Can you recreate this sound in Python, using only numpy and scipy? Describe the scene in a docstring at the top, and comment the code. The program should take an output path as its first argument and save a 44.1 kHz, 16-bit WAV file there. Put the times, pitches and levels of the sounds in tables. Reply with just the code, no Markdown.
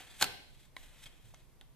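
"""A steel scraper drags soft clay off a wooden paddle, slips over the edge and clacks against it.
It taps the paddle, wipes off more clay, presses it into the heap and lifts away with a wet tick.
Grit under the blade makes the scrape; each hit is a ring of blade or wood plus a burst of noise.
A small, hard-walled workshop rings behind each contact, over a low rumble and faint hiss."""
import sys
import numpy as np
from scipy import signal
from scipy.fft import rfft, irfft
from scipy.io import wavfile

SR = 44100
rng = np.random.default_rng(int(sys.argv[2]) if len(sys.argv) > 2 else 0)


def output_pcm(signal):
    """Save a mono or channel-first signal as 16-bit PCM at the path in sys.argv[1].

    Samples are clipped to [-1, 1] before scaling.
    """
    pcm = np.clip(np.atleast_2d(signal).T, -1, 1) * 32767
    wavfile.write(sys.argv[1], SR, np.round(pcm).astype(np.int16))


N = 77175
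TIME = np.arange(N) / SR   # s


def from_db(db):
    """Decibels to gain."""
    return 10 ** (np.asarray(db) / 20)


def rms_one(x):
    """Scale to an rms of one."""
    return x / np.sqrt(np.mean(x ** 2) + 1e-20)


def unit_energy(x):
    """Scale to an energy of one."""
    return x / np.sqrt(np.sum(x ** 2) + 1e-20)


def at_hz(points, hz):
    """Read a curve on a log-frequency axis."""
    freqs, values = np.transpose(points)
    return np.interp(np.log(np.maximum(hz, 1)), np.log(freqs), values)


def through(x, response):
    """Pass a sound through an impulse response."""
    return signal.fftconvolve(x, response)[:N]


def butter(x, hz, kind="low", order=2):
    """Butterworth low-, high- or band-pass."""
    return signal.sosfilt(signal.butter(order, hz, kind, fs=SR, output="sos"), x + 1e-18)


def brighten(x, treble_db, corner_hz=2780):
    """Treble shelf."""
    low = butter(x, corner_hz, order=1)
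    return low + from_db(treble_db) * (x - low)


def eq(points, size=8192):
    """Minimum-phase impulse response shaped by an EQ curve, with unit energy."""
    gain = from_db(at_hz(points, np.arange(size // 2 + 1) * SR / size))
    cepstrum = irfft(np.log(gain))
    cepstrum[1:size // 2] *= 2
    cepstrum[size // 2 + 1:] = 0
    return unit_energy(irfft(np.exp(rfft(cepstrum))))


def body(modes):
    """Impulse response of decaying modes of alternating polarity, with unit energy."""
    t = TIME[:SR // 2]
    ring = 0
    for k, (hz, db, t60) in enumerate(modes):
        mode = np.sin(2 * np.pi * hz * t) * np.exp(-np.log(1000) * t / t60)
        ring += (-1) ** k * from_db(db) * unit_energy(mode)
    return unit_energy(ring)


def contact(start_s, decay_s, size=2048):
    """A dying burst of tiny collisions with an even spectrum and unit energy."""
    fade = np.exp(-TIME[:size] / decay_s)
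    burst = rng.standard_normal(size) * fade
    for _ in range(6):
        whitened = irfft(np.exp(1j * np.angle(rfft(burst))))
        burst = np.sign(whitened) * fade
    return np.concatenate([np.zeros(int(start_s * SR)), unit_energy(burst), np.zeros(N)])[:N]


def bursts(hits):
    """The rough, noisy force of a series of hits."""
    return sum(from_db(db) * brighten(contact(s, decay_s), treble_db)
               for s, db, decay_s, treble_db in hits)


def impulses(hits):
    """The clean push of each hit, which sets the modes ringing."""
    return sum(from_db(db) * brighten(signal.unit_impulse(N, int(s * SR)), treble_db)
               for s, db, _, treble_db in hits)


def steady(response):
    """Steady noise through a response, with an rms of one."""
    noise = rng.standard_normal(N + len(response) - 1)
    return rms_one(signal.fftconvolve(noise, response, "valid"))


# rumble and hiss, the centre of the bed: (frequency [Hz], level [dB])
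BED_MID_EQ = [(12, -27), (20, -1.5), (146, -18), (226, -21), (435, -25), (837, -30), (1010, -29),
              (1370, -35), (1900, -34), (2930, -37.5), (6290, -41), (6830, -42.5), (13500, -41)]
# rumble and hiss, the width of the bed: (frequency [Hz], level [dB])
BED_SIDE_EQ = [(12, -34), (20, -3.5), (53, -1), (87, -20), (793, -35), (884, -35), (1130, -37.5),
               (2700, -44), (6470, -42.5), (13500, -43.5)]


def room_tone(hum_hz=134.9, hum_t60_s=0.45, pan_db=1.1):
    """A wide bed of low rumble, wavering hum and faint hiss; the lows lean right."""
    mid = from_db(-64) * steady(eq(BED_MID_EQ))
    mid += from_db(-73) * steady(body([(hum_hz, 0, hum_t60_s)]))
    side = from_db(-61) * steady(eq(BED_SIDE_EQ))
    bed = np.array([mid + side, mid - side])
    rumble = butter(bed, hz=100, order=1)
    return bed + rumble * (from_db([[-pan_db], [pan_db]]) - 1)


# strokes through clay: (peak time [s], level [dB], rise [s], release [s], treble [dB], blade ring [dB])
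SCRAPE_STROKES = [(.004, -49, 0.06, 0.027, -4, -43), (.11, -59, 0.1, 0.14, 0.5, -8.5),
                  (.206, -55, 0.013, 0.024, 13, -21), (0.641, -70.5, 0.15, 0.025, 5.5, -6),
                  (.779, -68, 0.0041, 0.024, 10.5, -23), (0.833, -60.5, 0.018, 0.035, 1.5, -30),
                  (.98, -62.5, 0.11, 0.18, -1, -36), (1.04, -64.5, 0.011, 0.0062, 14, -17),
                  (1.064, -63.5, 0.0041, 0.0071, 10.5, -27), (1.14, -69, 0.046, 0.041, -24, -27),
                  (1.269, -77.5, 0.028, 0.043, 10.5, -23.5), (1.38, -74, 0.046, 0.069, 2, -6)]
# the rasp of steel on gritty clay: (frequency [Hz], level [dB])
FRICTION_EQ = [(150, -18), (700, -4), (1300, -5), (1900, 0), (3600, -1), (4600, -8.5), (5700, -10),
               (8000, -8), (10500, -10), (13500, -10)]
# the thin ring of the blade: (frequency [Hz], level [dB], t60 [s])
STEEL_MODES = [(2004, -1.5, 0.015), (2067, 4, 0.013), (2730, -4.5, 0.0088), (3210, 8.5, 0.026),
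               (4700, 3.5, .008)]


def scraping(grains_per_s=3500, flutter_hz=41, flutter_db=1.5):
    """Fine grit and smooth smear under the blade swell with each stroke and make it sing faintly."""
    grit = (rng.random(N) < grains_per_s / SR) * rng.choice([-1, 1], N)
    flutter = rms_one(butter(rng.standard_normal(N), flutter_hz))
    smear = from_db(-5.5) * rng.standard_normal(N)
    force = rms_one((rms_one(grit) + smear) * from_db(flutter_db * flutter))
    rasp = through(force, eq(FRICTION_EQ))
    ring = through(force, body(STEEL_MODES))
    out = 0
    for s, db, rise_s, release_s, treble_db, ring_db in SCRAPE_STROKES:
        swell = from_db(db) * np.exp(-np.maximum((s - TIME) / rise_s, (TIME - s) / release_s))
        out += swell * (brighten(rasp, treble_db) + from_db(ring_db) * ring)
    return out


# dull sounds of paddle and worktop; the first two rows are a low ring already dying as the scene opens, the
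# rest dull pushes: (peak time [s], level [dB], half length [s], pitch [Hz], t60 [s])
DULL_SOUNDS = [(.005, -60, 0.0089, 339, 0.1), (.005, -59.5, 0.014, 732, 0.095), (.84, -60, 0.063, 32, 0.2),
               (1.06, -56, 0.0067, 32.6, 0.07), (1.253, -59, .02, 95, .12)]


def thuds():
    """The paddle and worktop sound dully: a low ring already dying as the scene opens, then soft pressure."""
    out = 0
    for s, db, half_s, hz, t60 in DULL_SOUNDS:
        swell = np.exp(-((TIME - s) / half_s) ** 2)
        thud = through(swell * rng.standard_normal(N), body([(hz, 0, t60)]))
        out += from_db(db) * np.linalg.norm(swell) * unit_energy(thud)
    return out


# the blade clatters over the paddle's edge: (time [s], level [dB], decay [s], treble [dB])
CLACK_HITS = [(.2115, -7, 0.0038, 1), (.2150, -6.5, 0.0028, -15), (.2175, -7.5, 0.0093, -4.5),
              (.2212, -10.5, 0.0015, 5.5), (.2241, 2, 0.0011, -6.5), (.2251, 1, 0.0015, 1.5),
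              (.2283, 0, 0.0037, -16.5), (.2417, -4.5, .0025, -1.5)]
# the ring of blade and paddle pressed together: (frequency [Hz], level [dB], t60 [s])
STEEL_ON_WOOD_MODES = [(210.4, -12.5, 0.13), (758, 1, .055), (865, 0, 0.018), (953, -3, .055),
                       (1328, 1, 0.062), (1550, 3.5, 0.022), (1714, -5.5, .025), (2470, -13.5, .018),
                       (3760, 3, .02), (3750, -6.5, .03), (4346, 8, .018), (6370, -8, .018),
                       (6660, 3, .016), (7300, 4, .018), (9030, -6, 0.029)]
# the dry crack of the attack: (frequency [Hz], level [dB])
CRACK_EQ = [(70, -15.5), (180, -13.5), (400, -12.5), (600, -5.5), (950, -3), (1150, -7), (1600, -1.5),
            (2000, -6.5), (2600, -2), (3200, -4.5), (4400, -2.5), (5700, -12.5), (7500, -10.5),
            (10000, -11), (13500, -9)]


def clack():
    """The blade slips off the clay and clatters on the paddle; returns ring and crack."""
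    ring = from_db(-5.5) * through(impulses(CLACK_HITS), body(STEEL_ON_WOOD_MODES))
    crack = from_db(-1.5) * through(bursts(CLACK_HITS), eq(CRACK_EQ))
    return ring, crack


# the clay-covered blade taps the paddle: (time [s], level [dB], decay [s], treble [dB])
TAP_HITS = [(.7655, -23.5, 0.00054, 1), (.7665, -19.5, 0.002, 0.5)]
# the paddle's ring, choked by clay: (frequency [Hz], level [dB], t60 [s])
DAMPED_WOOD_MODES = [(524, -5, 0.008), (1040, -2, 0.037), (1950, 1, 0.021), (2250, 4, 0.016),
                     (3300, -3, 0.029), (3850, -9.5, 0.01), (4960, -32, .012)]
# the soft knock of the attack: (frequency [Hz], level [dB])
KNOCK_EQ = [(150, -15), (500, -0.5), (1300, -0.5), (2200, 4), (4500, 0), (5800, -13), (13500, -12)]


def tap():
    """The blade lands on the paddle again, cushioned by clay; returns ring and knock."""
    ring = from_db(-2.5) * through(impulses(TAP_HITS), body(DAMPED_WOOD_MODES))
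    knock = from_db(-5.5) * through(bursts(TAP_HITS), eq(KNOCK_EQ))
    return ring, knock


# stick-slip as the blade leaves the paddle: (time [s], level [dB], decay [s], treble [dB])
SLIP_HITS = [(1.0575, -29.5, 0.0021, -4), (1.0620, -26, 0.0072, -5), (1.0675, -35.5, 0.003, -15)]


def slips():
    """A short chatter of steel ring and rasp as clay grips the blade and lets it slide."""
    force = bursts(SLIP_HITS)
    return through(force, body(STEEL_MODES)) + from_db(-2) * through(force, eq(FRICTION_EQ))


# wet ticks as the blade enters and leaves the heap:
# (time [s], level [dB], decay [s], low cut [Hz], high cut [Hz], pop pitch [Hz], pop level [dB])
WET_TICKS = [(1.3394, -36.5, 0.0012, 550, 980, 1100, -7), (1.344, -35, .002, 700, 7070, 2153, -4),
             (1.6114, -32.5, 0.0014, 2610, 4130, 810, -8), (1.6120, -39, 0.0032, 1440, 2140, 1508, -4)]


def ticks(pop_t60_s=0.034, spray_db=-4.5):
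    """Sticky clay smacks against the blade and lets go of it; small air pockets pop."""
    out = 0
    for s, db, decay_s, low_hz, high_hz, pop_hz, pop_db in WET_TICKS:
        force = contact(s, decay_s)
        smack = unit_energy(butter(force, [low_hz, high_hz], "band"))
        pop = unit_energy(through(force, body([(pop_hz, 0, pop_t60_s)])))
        out += from_db(db) * (smack + from_db(pop_db) * pop + from_db(spray_db) * force)
    return out


# the length of the workshop's tail: (frequency [Hz], t60 [s])
TAIL_T60 = [(200, .5), (530, 0.65), (1400, .5), (3700, 0.6938), (9700, 0.48)]
# the tone of that tail: (frequency [Hz], level [dB])
TAIL_EQ = [(150, 8), (500, 3), (1000, -5.5), (1500, -2), (2300, -0.5), (4000, -5), (7000, -5), (13000, -8)]


def workshop(x, build_s=0.0023, early_decay_s=0.0096):
    """One channel of reverb: early scatter off worktop and body, then a tail dying band by band."""
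    t, edges_hz = TIME[:SR], np.geomspace(80, 16000, 12)
    tail = 0
    for low, high in zip(edges_hz, edges_hz[1:]):
        hz = np.sqrt(low * high)
        noise = butter(rng.standard_normal(SR), [low, high], "band")
        fade = np.exp(-np.log(1000) * t / at_hz(TAIL_T60, hz))
        tail += from_db(at_hz(TAIL_EQ, hz)) * noise * fade
    tail = unit_energy(tail * (1 - np.exp(-t / build_s)))
    early = unit_energy(rng.standard_normal(SR) * np.exp(-t / early_decay_s))
    early = brighten(early, treble_db=8)   # short waves scatter most
    return through(x, from_db(-11) * tail + from_db(-15.5) * early)


def mic_port(x):
    """One microphone port: the treble also arrives by short paths round the case."""
    treble = butter(x, hz=6530, kind="high")
    return x + from_db(-6.5) * through(treble, contact(0, decay_s=0.0018))


def scene(ring_send_db=-14, right_delay_s=26e-6):
    """The tools sit slightly left; clack and tap ring close and dry while their attacks fill the room."""
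    clack_ring, crack = clack()
    tap_ring, knock = tap()
    ring = clack_ring + tap_ring
    textures = scraping() + thuds() + crack + knock + slips() + ticks()
    tools = textures + ring
    # little ring goes to the room, so the tail stays smooth and diffuse
    send = textures + from_db(ring_send_db) * ring
    hz = np.arange(N + 1) * SR / (2 * N)
    left = brighten(tools, treble_db=0.5)
    right = irfft(rfft(tools, 2 * N) * np.exp(-2j * np.pi * hz * right_delay_s))[:N]
    direct = np.array([mic_port(left), mic_port(right)])
    reverb = np.array([workshop(send), workshop(send)])
    return direct + reverb + room_tone()


def record(dry):
    """A steep high cut on the whole mix."""
    cutoff_hz = 13800
    return signal.sosfilt(signal.ellip(10, .1, 80, cutoff_hz, fs=SR, output="sos"), dry)


dry = scene()
out = record(dry)
output_pcm(out)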